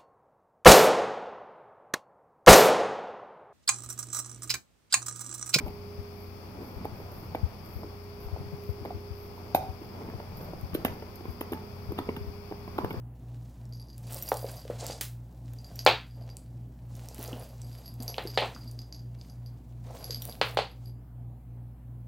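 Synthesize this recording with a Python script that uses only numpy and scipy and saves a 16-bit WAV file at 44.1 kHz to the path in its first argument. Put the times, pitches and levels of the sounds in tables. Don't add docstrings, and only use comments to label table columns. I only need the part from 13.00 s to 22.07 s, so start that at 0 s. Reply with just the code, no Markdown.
import sys
import numpy as np
from scipy import signal
from scipy.io import wavfile
from scipy.ndimage import uniform_filter1d

SR = 44100
rng = np.random.default_rng(int(sys.argv[2]) if len(sys.argv) > 2 else 0)


def field_ratio(decibels):
    return 10 ** (np.asarray(decibels, dtype=float) / 20)


def waveform_to_disk(signal):
    frames = np.transpose(np.atleast_2d(signal))
    scaled = np.clip(frames, -1, 1) * 32767
    samples = np.round(scaled).astype(np.int16)
    wavfile.write(sys.argv[1], SR, samples)


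N = 399987

# nominal frequency in Hz, relative level in dB, t60 in seconds.
BELL_MODES = [(4767, 2, 0.045), (4814, -3, 0.05), (6050, -15.5, 0.015), (11460, -3, 0.074),
              (11350, 0.5, 0.08)]
# time in seconds, gain in dB.
UPPER_GAIN = [(.75, -9.5), (1.45, -2), (1.53, -5), (1.9, -12.5), (4.86, -1.5), (5.55, -14), (7.04, -2),
              (7.11, -10.5), (7.3, 3), (7.7, -4)]
UPPER_FROM_HZ = SR / 5


def evened(x):
    return x / np.sqrt(np.mean(x ** 2) + 1e-20)


def read(points, hz):
    f, value = np.transpose(points)
    return np.interp(np.log(hz + 1), np.log(f + 1), value)


def add(mix, s, sound):
    part = mix[round(s * SR):][:len(sound)]
    part += sound[:len(part)]


def ring(hz, t60):
    t = np.arange(round(SR / 8)) / SR
    return field_ratio(-60 * t / t60) * np.sin(2 * np.pi * hz * t)


def band(x, lo_hz, hi_hz, order=2):
    edges = np.clip([lo_hz, hi_hz], 20, .45 * SR)
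    return signal.sosfilt(signal.butter(order, edges, "bandpass", fs=SR, output="sos"), x)


def burst(colour, fall_s):
    spit = rng.standard_normal(1024) * np.exp(-np.arange(1024) / SR / fall_s)
    log_gain = np.log(field_ratio(read(colour, abs(np.fft.fftfreq(1024, 1 / SR)))))
    minimum_phase = np.exp(np.conj(signal.hilbert(log_gain)))
    out = np.fft.ifft(np.fft.fft(spit) * minimum_phase).real
    return out / abs(out).max()


def grains(per_s, spread_db):
    size = field_ratio(spread_db * np.minimum(rng.exponential(1, N), 4))
    present = rng.random(N) < per_s / SR
    return size * present * rng.choice([-1, 1], N)


def bell():
    # time in seconds, level in dB.
    strikes = [(.725, -47), (.7334, -47), (.748, -44), (.7784, -54), (.798, -39.5), (.885, -50),
               (.9011, -46), (.9301, -45), (1.07, -43), (1.1027, -48), (1.1635, -36), (1.2603, -44),
               (1.2788, -36.5), (1.3696, -35.5), (1.4135, -43), (1.4654, -42), (1.4878, -42.5),
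               (1.527, -44), (1.5681, -43), (1.5938, -38.5), (1.9084, -30), (2.5855, -44.5), (2.645, -40),
               (2.7916, -31), (3.3004, -42), (4.8431, -54), (4.859, -42), (5.0032, -40.5), (5.0798, -25.5),
               (5.297, -42), (5.3438, -33.5), (5.5482, -42), (5.7904, -37.5), (5.9253, -38), (5.95, -47),
               (5.993, -48), (6.2981, -47), (6.4615, -49), (7.0426, -33.5), (7.1074, -26), (7.2956, -41)]
    out = np.zeros(N)
    draws = rng.random((len(strikes), 4, 3 + len(BELL_MODES)))
    for (s, db), hits in zip(strikes, draws):
        upper_db = np.interp(s, *np.transpose(UPPER_GAIN))
        for k, (wait, weak, muffle, *mix) in enumerate(hits):
            late = .009 * (k - .9 * wait) * (k > 0)
            size_db = db - (k > 0) * (15 * weak + 170 * late)
            pull = 1 + .02 * (muffle - .5)
            for (hz, mode_db, t60), share in zip(BELL_MODES, mix):
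                tone_db = size_db - 4.5 + mode_db - 7.5 * share + upper_db * (hz > UPPER_FROM_HZ)
                add(out, s + late, field_ratio(tone_db) * ring(hz * pull, t60))
            spit = rng.standard_normal(512) * np.exp(-np.arange(512) / SR / 0.0011)
            add(out, s + late, field_ratio(size_db + 3.0) * band(spit, 4500, 6700, order=3))
    return out


def rattle():
    # start in seconds, length in seconds, relative level in dB.
    rolls = [(1.82, .16, -52), (2.976, 0.56, -69.5), (4.1, 0.055, -58), (4.239, 0.056, -56.5),
             (4.377, 0.16, -63), (4.615, 0.24, -60.5), (4.83, 0.12, -57), (5.26, .08, -46.5),
             (5.551, 0.2, -53.5), (6.166, 0.097, -66), (6.977, 0.063, -56.5), (7.091, 0.093, -36.5),
             (7.2, 0.17, -62), (7.69, 0.036, -67), (7.847, 0.068, -57)]
    t = np.arange(N) / SR
    swell = np.zeros(N)
    for s, length, db in rolls:
        progress = np.clip((t - s) / length, 0, 1)
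        swell += field_ratio(db) * np.sin(np.pi * progress ** 0.55)
    grazes = swell * evened(grains(300, 5.7))
    upper = field_ratio(np.interp(t, *np.transpose(UPPER_GAIN)))
    out = np.zeros(N)
    for hz, db, t60 in BELL_MODES:
        drive = grazes * (upper if hz > UPPER_FROM_HZ else 1)
        out += signal.oaconvolve(drive, field_ratio(db) * ring(hz, t60))[:N]
    return field_ratio(-24.5) * out


def broad_click(hz):
    wide = 1 + hz / 9000
    hump = [(hz / wide ** 3, -35), (hz / wide, -10), (hz, 0), (hz * wide, -10), (hz * wide ** 3, -35)]
    return burst(hump, .0007)


def small_clicks(rustle):
    # time in seconds, level in dB, centre in Hz.
    ticks = [(0.6542, -48, 5760), (.8722, -52, 5840), (1.3417, -28, 9000), (0.9806, -33, 11100),
             (1.1447, -19.5, 12400), (1.17, -31, 9750), (1.3706, -25.5, 9100), (1.393, -36, 7500),
             (1.474, -48, 9000), (1.4953, -36, 8100), (1.866, -23.5, 7550), (2.535, -37.5, 10700),
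             (2.8504, -29, 10200), (2.864, -19, 13000), (2.8696, -16, 4170), (2.887, -23, 13000),
             (3.3688, -26, 6940), (3.953, -40, 6980), (3.967, -40, 12100), (4.0866, -31, 6750),
             (4.146, -32, 9000), (4.182, -33, 14000), (4.228, -26.5, 12100), (4.24, -29, 12000),
             (4.278, -33, 7000), (4.33, -34.5, 2930), (4.6176, -34.5, 7500), (4.9402, -36.5, 12700),
             (5.0246, -31, 9100), (5.032, -25.5, 11000), (5.143, -27.5, 3200), (5.165, -40, 3370),
             (5.7132, -36, 9330), (6.213, -37.5, 4150), (7.221, -30.5, 4110), (7.253, -20.5, 12600),
             (7.325, -33, 3830)]
    out = np.zeros(N)
    for s, db, hz in ticks:
        add(out, s, field_ratio(db) * broad_click(hz))
    scattered = sum(signal.oaconvolve(grains(14, 3.2), broad_click(hz))[:N] for hz in [5920, 9000, 12500])
    rustle_above = np.maximum(rustle - field_ratio(-71.5), 0)
    return out + field_ratio(13) * rustle_above * scattered


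def tag():
    # nominal frequency in Hz, t60 in seconds.
    modes = [(5740, 0.036), (7180, 0.016), (9580, 0.024), (10200, 0.03), (13170, 0.044), (13420, .035)]
    # time in seconds, level in dB, gain of the 5-7 kHz modes in dB, of the 10 kHz modes in dB.
    clinks = [(1.07, -58, -12, 6), (1.2244, -26.5, -12, -31), (1.2884, -29, -7.5, -7),
              (2.757, -41, -4.5, -18.5), (4.3968, -54.5, -18, 11), (7.22, -34, -9, -8)]
    out = np.zeros(N)
    for s, db, low_db, mid_db in clinks:
        mix_db = [low_db, low_db, mid_db - 6.5, mid_db, -3, -5]
        for (hz, t60), mode_db in zip(modes, mix_db):
            add(out, s, field_ratio(db + mode_db) * ring(hz * rng.uniform(1.0, 1.005), t60))
    return out


def knocks():
    # time in seconds, level in dB, relative crack in dB, send to the room in dB.
    hits = [(1.3182, -10, -18, -4), (2.8634, -2, 1.5, -5), (2.875, -4, -1.5, -2.5), (5.182, -19, -2, -3.5),
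            (5.375, -10.5, 0, -1), (5.42, -21, -7.5, 7), (7.414, -10.5, 1, -3.5), (7.572, -11, -1, -4),
            (7.589, -12, -8, -3.5)]
    # frequency in Hz, gain in dB.
    crack_colour = [(900, -8.5), (2500, 1), (4600, -1.5), (5500, -19.5), (8500, -28), (16000, -45)]
    # frequency in Hz, relative level in dB, t60 in seconds.
    boards = [(515, 0, 0.012), (783, -1, 0.01)]
    # frequency in Hz, relative level in dB.
    panel_modes = [(1290, -1), (2200, -4.5), (3030, -4.5), (3540, -3), (4150, -1)]
    near, far = np.zeros((2, N))
    body = sum(field_ratio(db) * ring(hz, t60) for hz, db, t60 in boards)
    body = band(body, 440, 5000, order=3)
    higher = sum(field_ratio(db) * ring(hz, .012) for hz, db in panel_modes)
    for s, db, crack_db, room_db in hits:
        panel = field_ratio(crack_db - 12.5) * higher
        add(near, s, -field_ratio(db) * (body + panel))
        add(near, s, field_ratio(db + crack_db - 5.0) * burst(crack_colour, 0.0029))
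        add(far, s, field_ratio(db + room_db) * (body + .5 * panel))
        add(far, s, field_ratio(db + crack_db + room_db + 6.0) * burst(crack_colour, .00003))
    return near, far


def strap_snap():
    # frequency in Hz, gain in dB.
    colour = [(600, -7.5), (3500, -4.5), (9000, -6.5), (16000, -4.5)]
    s, db = 2.0108, -13
    near, far = np.zeros((2, N))
    add(near, s, field_ratio(db) * burst(colour, 0.0024))
    add(far, s, field_ratio(db + 9.0) * burst(colour, .00003))
    return near, far


def thuds():
    # time in seconds, level in dB, frequency in Hz.
    blows = [(1.429, -32, 600), (1.444, -23.5, 515), (1.652, -36, 500), (1.829, -33, 506),
             (1.899, -27.5, 550), (4.188, -35.5, 300), (4.999, -35, 245), (1.7, -22.5, 500),
             (4.284, -33.5, 470), (4.33, -31, 264), (5.252, -29, 386), (5.563, -37, 1240),
             (7.097, -34, 465)]
    out = np.zeros(N)
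    for s, db, hz in blows:
        cycles = ring(hz, 7.3 / hz)
        cycles *= 1 - np.exp(-np.arange(len(cycles)) / SR * hz)
        add(out, s, -field_ratio(db) * cycles / abs(cycles).max())
    return out


def motion():
    # time in seconds, rustle level in dB.
    effort = [(.15, -76), (.5, -70), (.9, -80), (1.1, -57), (1.5, -69), (1.78, -59.5), (2.02, -81.5),
              (2.5, -70.5), (2.78, -62), (2.95, -72), (3.8, -78), (4.0, -61), (4.45, -62), (4.56, -67),
              (4.8, -62.5), (4.99, -74), (5.45, -58), (5.9, -76.5), (6.76, -78.5), (6.95, -60), (7.35, -71),
              (7.6, -81), (7.9, -70.5)]
    # start in seconds, hold in seconds, level on the boards in dB, rustle level in dB,
    # share of crisp nylon against soft fur from 0 to 1.
    scuffs = [(1.077, 0.3, -58, -52.5, 1), (1.453, 0.05, -49.5, -53, 0.63), (1.779, 0.087, -46.5, -48, 0.1),
              (3.15, 0.11, -60, -85.5, 0.2), (4.154, 0.099, -50.5, -55, 0.7), (4.273, .12, -53, -60.5, 0.8),
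              (4.976, 0.24, -54.5, -64.5, 0.74), (6.182, 0.068, -67.5, -68.5, 0.43),
              (6.836, 0.17, -53.5, -69, 0.5), (7.184, 0.093, -55, -57.5, 1),
              (7.438, 0.025, -49.5, -55, 0.9)]
    effort_crisp = 0.38
    rise_s, fall_db_per_s = .035, 146
    t = np.arange(N) / SR
    effort_db = np.interp(t, *np.transpose(effort), left=-200, right=-200)
    drag = field_ratio(-57 + 1.04 * (effort_db + 58))
    rustle = field_ratio(effort_db)
    power = np.array([drag, (1 - effort_crisp) * rustle, effort_crisp * rustle]) ** 2
    for s, hold, boards_db, rustle_db, crisp in scuffs:
        rise = np.clip((t - s) / rise_s, 0, 1)
        fall = field_ratio(-fall_db_per_s * np.maximum(t - s - rise_s - hold, 0))
        crisp = np.clip(crisp, 0, 1)
        gains = [field_ratio(boards_db), (1 - crisp) * field_ratio(rustle_db), crisp * field_ratio(rustle_db)]
        power += np.outer(gains, rise * fall) ** 2
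    return np.sqrt(power)


def rubbing(dull, soft, crisp):
    grip = field_ratio(3 * evened(uniform_filter1d(rng.standard_normal((4, N)), size=500)))
    snags = 2 * grains(130, 7)
    boards = band(rng.standard_normal(N) + grains(150, 8), 420, 800)
    paws = band(rng.standard_normal(N) + 2.8 * grains(200, 6.3), 390, 4770)
    fur = band(rng.standard_normal(N) + .6 * snags, 3600, 8500)
    nylon = band(rng.standard_normal(N) + snags, 9000, 17000)
    middle = field_ratio(-5) * np.sqrt(dull * (soft + crisp))
    gains = [dull, middle, soft, field_ratio(0.5) * crisp]
    return sum(g * w * evened(x) for g, w, x in zip(gains, grip, [boards, paws, fur, nylon]))


def room(x, tail_count=3):
    # frequency in Hz, t60 in seconds.
    decay = [(250, 0.16), (1740, .28), (4590, 0.26), (12000, 0.26)]
    shape = (tail_count, 2, SR // 2)
    taps = rng.standard_normal(shape) * (rng.random(shape) < .3)
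    taps[..., :round(.003 * SR)] = 0
    hz, t, z = signal.stft(taps, SR, nperseg=128)
    tails = signal.istft(z * field_ratio(-60 * t / read(decay, hz)[:, None]), SR, nperseg=128)[1]
    turn = (np.arange(N) // 1500) % tail_count
    wet = np.zeros((2, N))
    for k, tail in enumerate(tails):
        source = (x * (turn == k))[None]
        wet += signal.oaconvolve(source, tail / np.linalg.norm(tail[0]), axes=1)[:, :N]
    mid, side = wet
    return mid + field_ratio(-18.5) * np.outer([1, -1], band(side, 250, 5000, order=1))


def hum():
    # multiple of the shaft frequency, rms level in dB.
    orders = [(1, -49), (2, -48.5), (3, -64.5)]
    # frequency in Hz, rms level in dB.
    mains = [(120.176, -46), (240.35, -66)]
    shaft_hz = 58.693
    t = np.arange(N) / SR
    lines = [(k * shaft_hz, db) for k, db in orders] + mains
    return sum(field_ratio(db) * np.sqrt(2) * np.cos(2 * np.pi * hz * t) for hz, db in lines)


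def air():
    # frequency in Hz, relative level in dB.
    colour = [(26, -31.5), (45, -14.5), (126, -5), (174, -11.5), (251, -10), (432, -24), (779, -24.5),
              (1240, -36.5), (5840, -55.5), (14500, -45)]
    # frequency in Hz, correlation from 0 to 1.
    likeness = [(400, 1), (9000, 0.28)]
    frames, hz = N // 512 + 5, np.fft.rfftfreq(2048, 1 / SR)
    a, b, c, d, patches = rng.standard_normal((frames, 1025, 5)).T
    patches = evened(uniform_filter1d(uniform_filter1d(patches, 30, 0), 8, 1))
    same = np.clip(read(likeness, hz), -1, 1)[:, None]
    left = a + 1j * b
    right = same * left + np.sqrt(1 - same ** 2) * (c + 1j * d)
    z = np.array([left, right]) * field_ratio(read(colour, hz)[:, None] + 1.7 * patches)
    return field_ratio(-53) * evened(signal.istft(z, nperseg=2048, noverlap=1536)[1][:, :N])


def scene():
    knock_near, knock_far = knocks()
    snap_near, snap_far = strap_snap()
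    near, far = knock_near + snap_near, knock_far + snap_far
    dull, soft, crisp = motion()
    flutter = field_ratio(3.5 * evened(uniform_filter1d(rng.standard_normal(N), size=160)))
    kitten = evened(flutter) * (bell() + rattle()) + thuds()
    bag = tag() + small_clicks(soft + crisp) + rubbing(dull, soft, crisp)
    kitten_pan = field_ratio(np.array([[-.2], [.2]]))
    bag_pan = field_ratio(np.array([[-.6], [.6]]))
    front = (near + kitten) * kitten_pan + bag * bag_pan
    return front + room(far + field_ratio(-4.5) * kitten + field_ratio(-7.5) * bag) + hum() + air()


def band_limit(x):
    return signal.sosfilt(signal.butter(12, 17180, fs=SR, output="sos"), x)


def record(dry):
    overloaded = np.tanh(dry)
    bass_cut = signal.sosfilt(signal.butter(4, 45, "highpass", fs=SR, output="sos"), overloaded)
    low_pass = signal.firwin(255, 16050, window=("kaiser", 8), fs=SR)
    mix = signal.oaconvolve(bass_cut, low_pass[None], "same")
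    return band_limit(mix)


dry = scene()
out = record(dry)
waveform_to_disk(out)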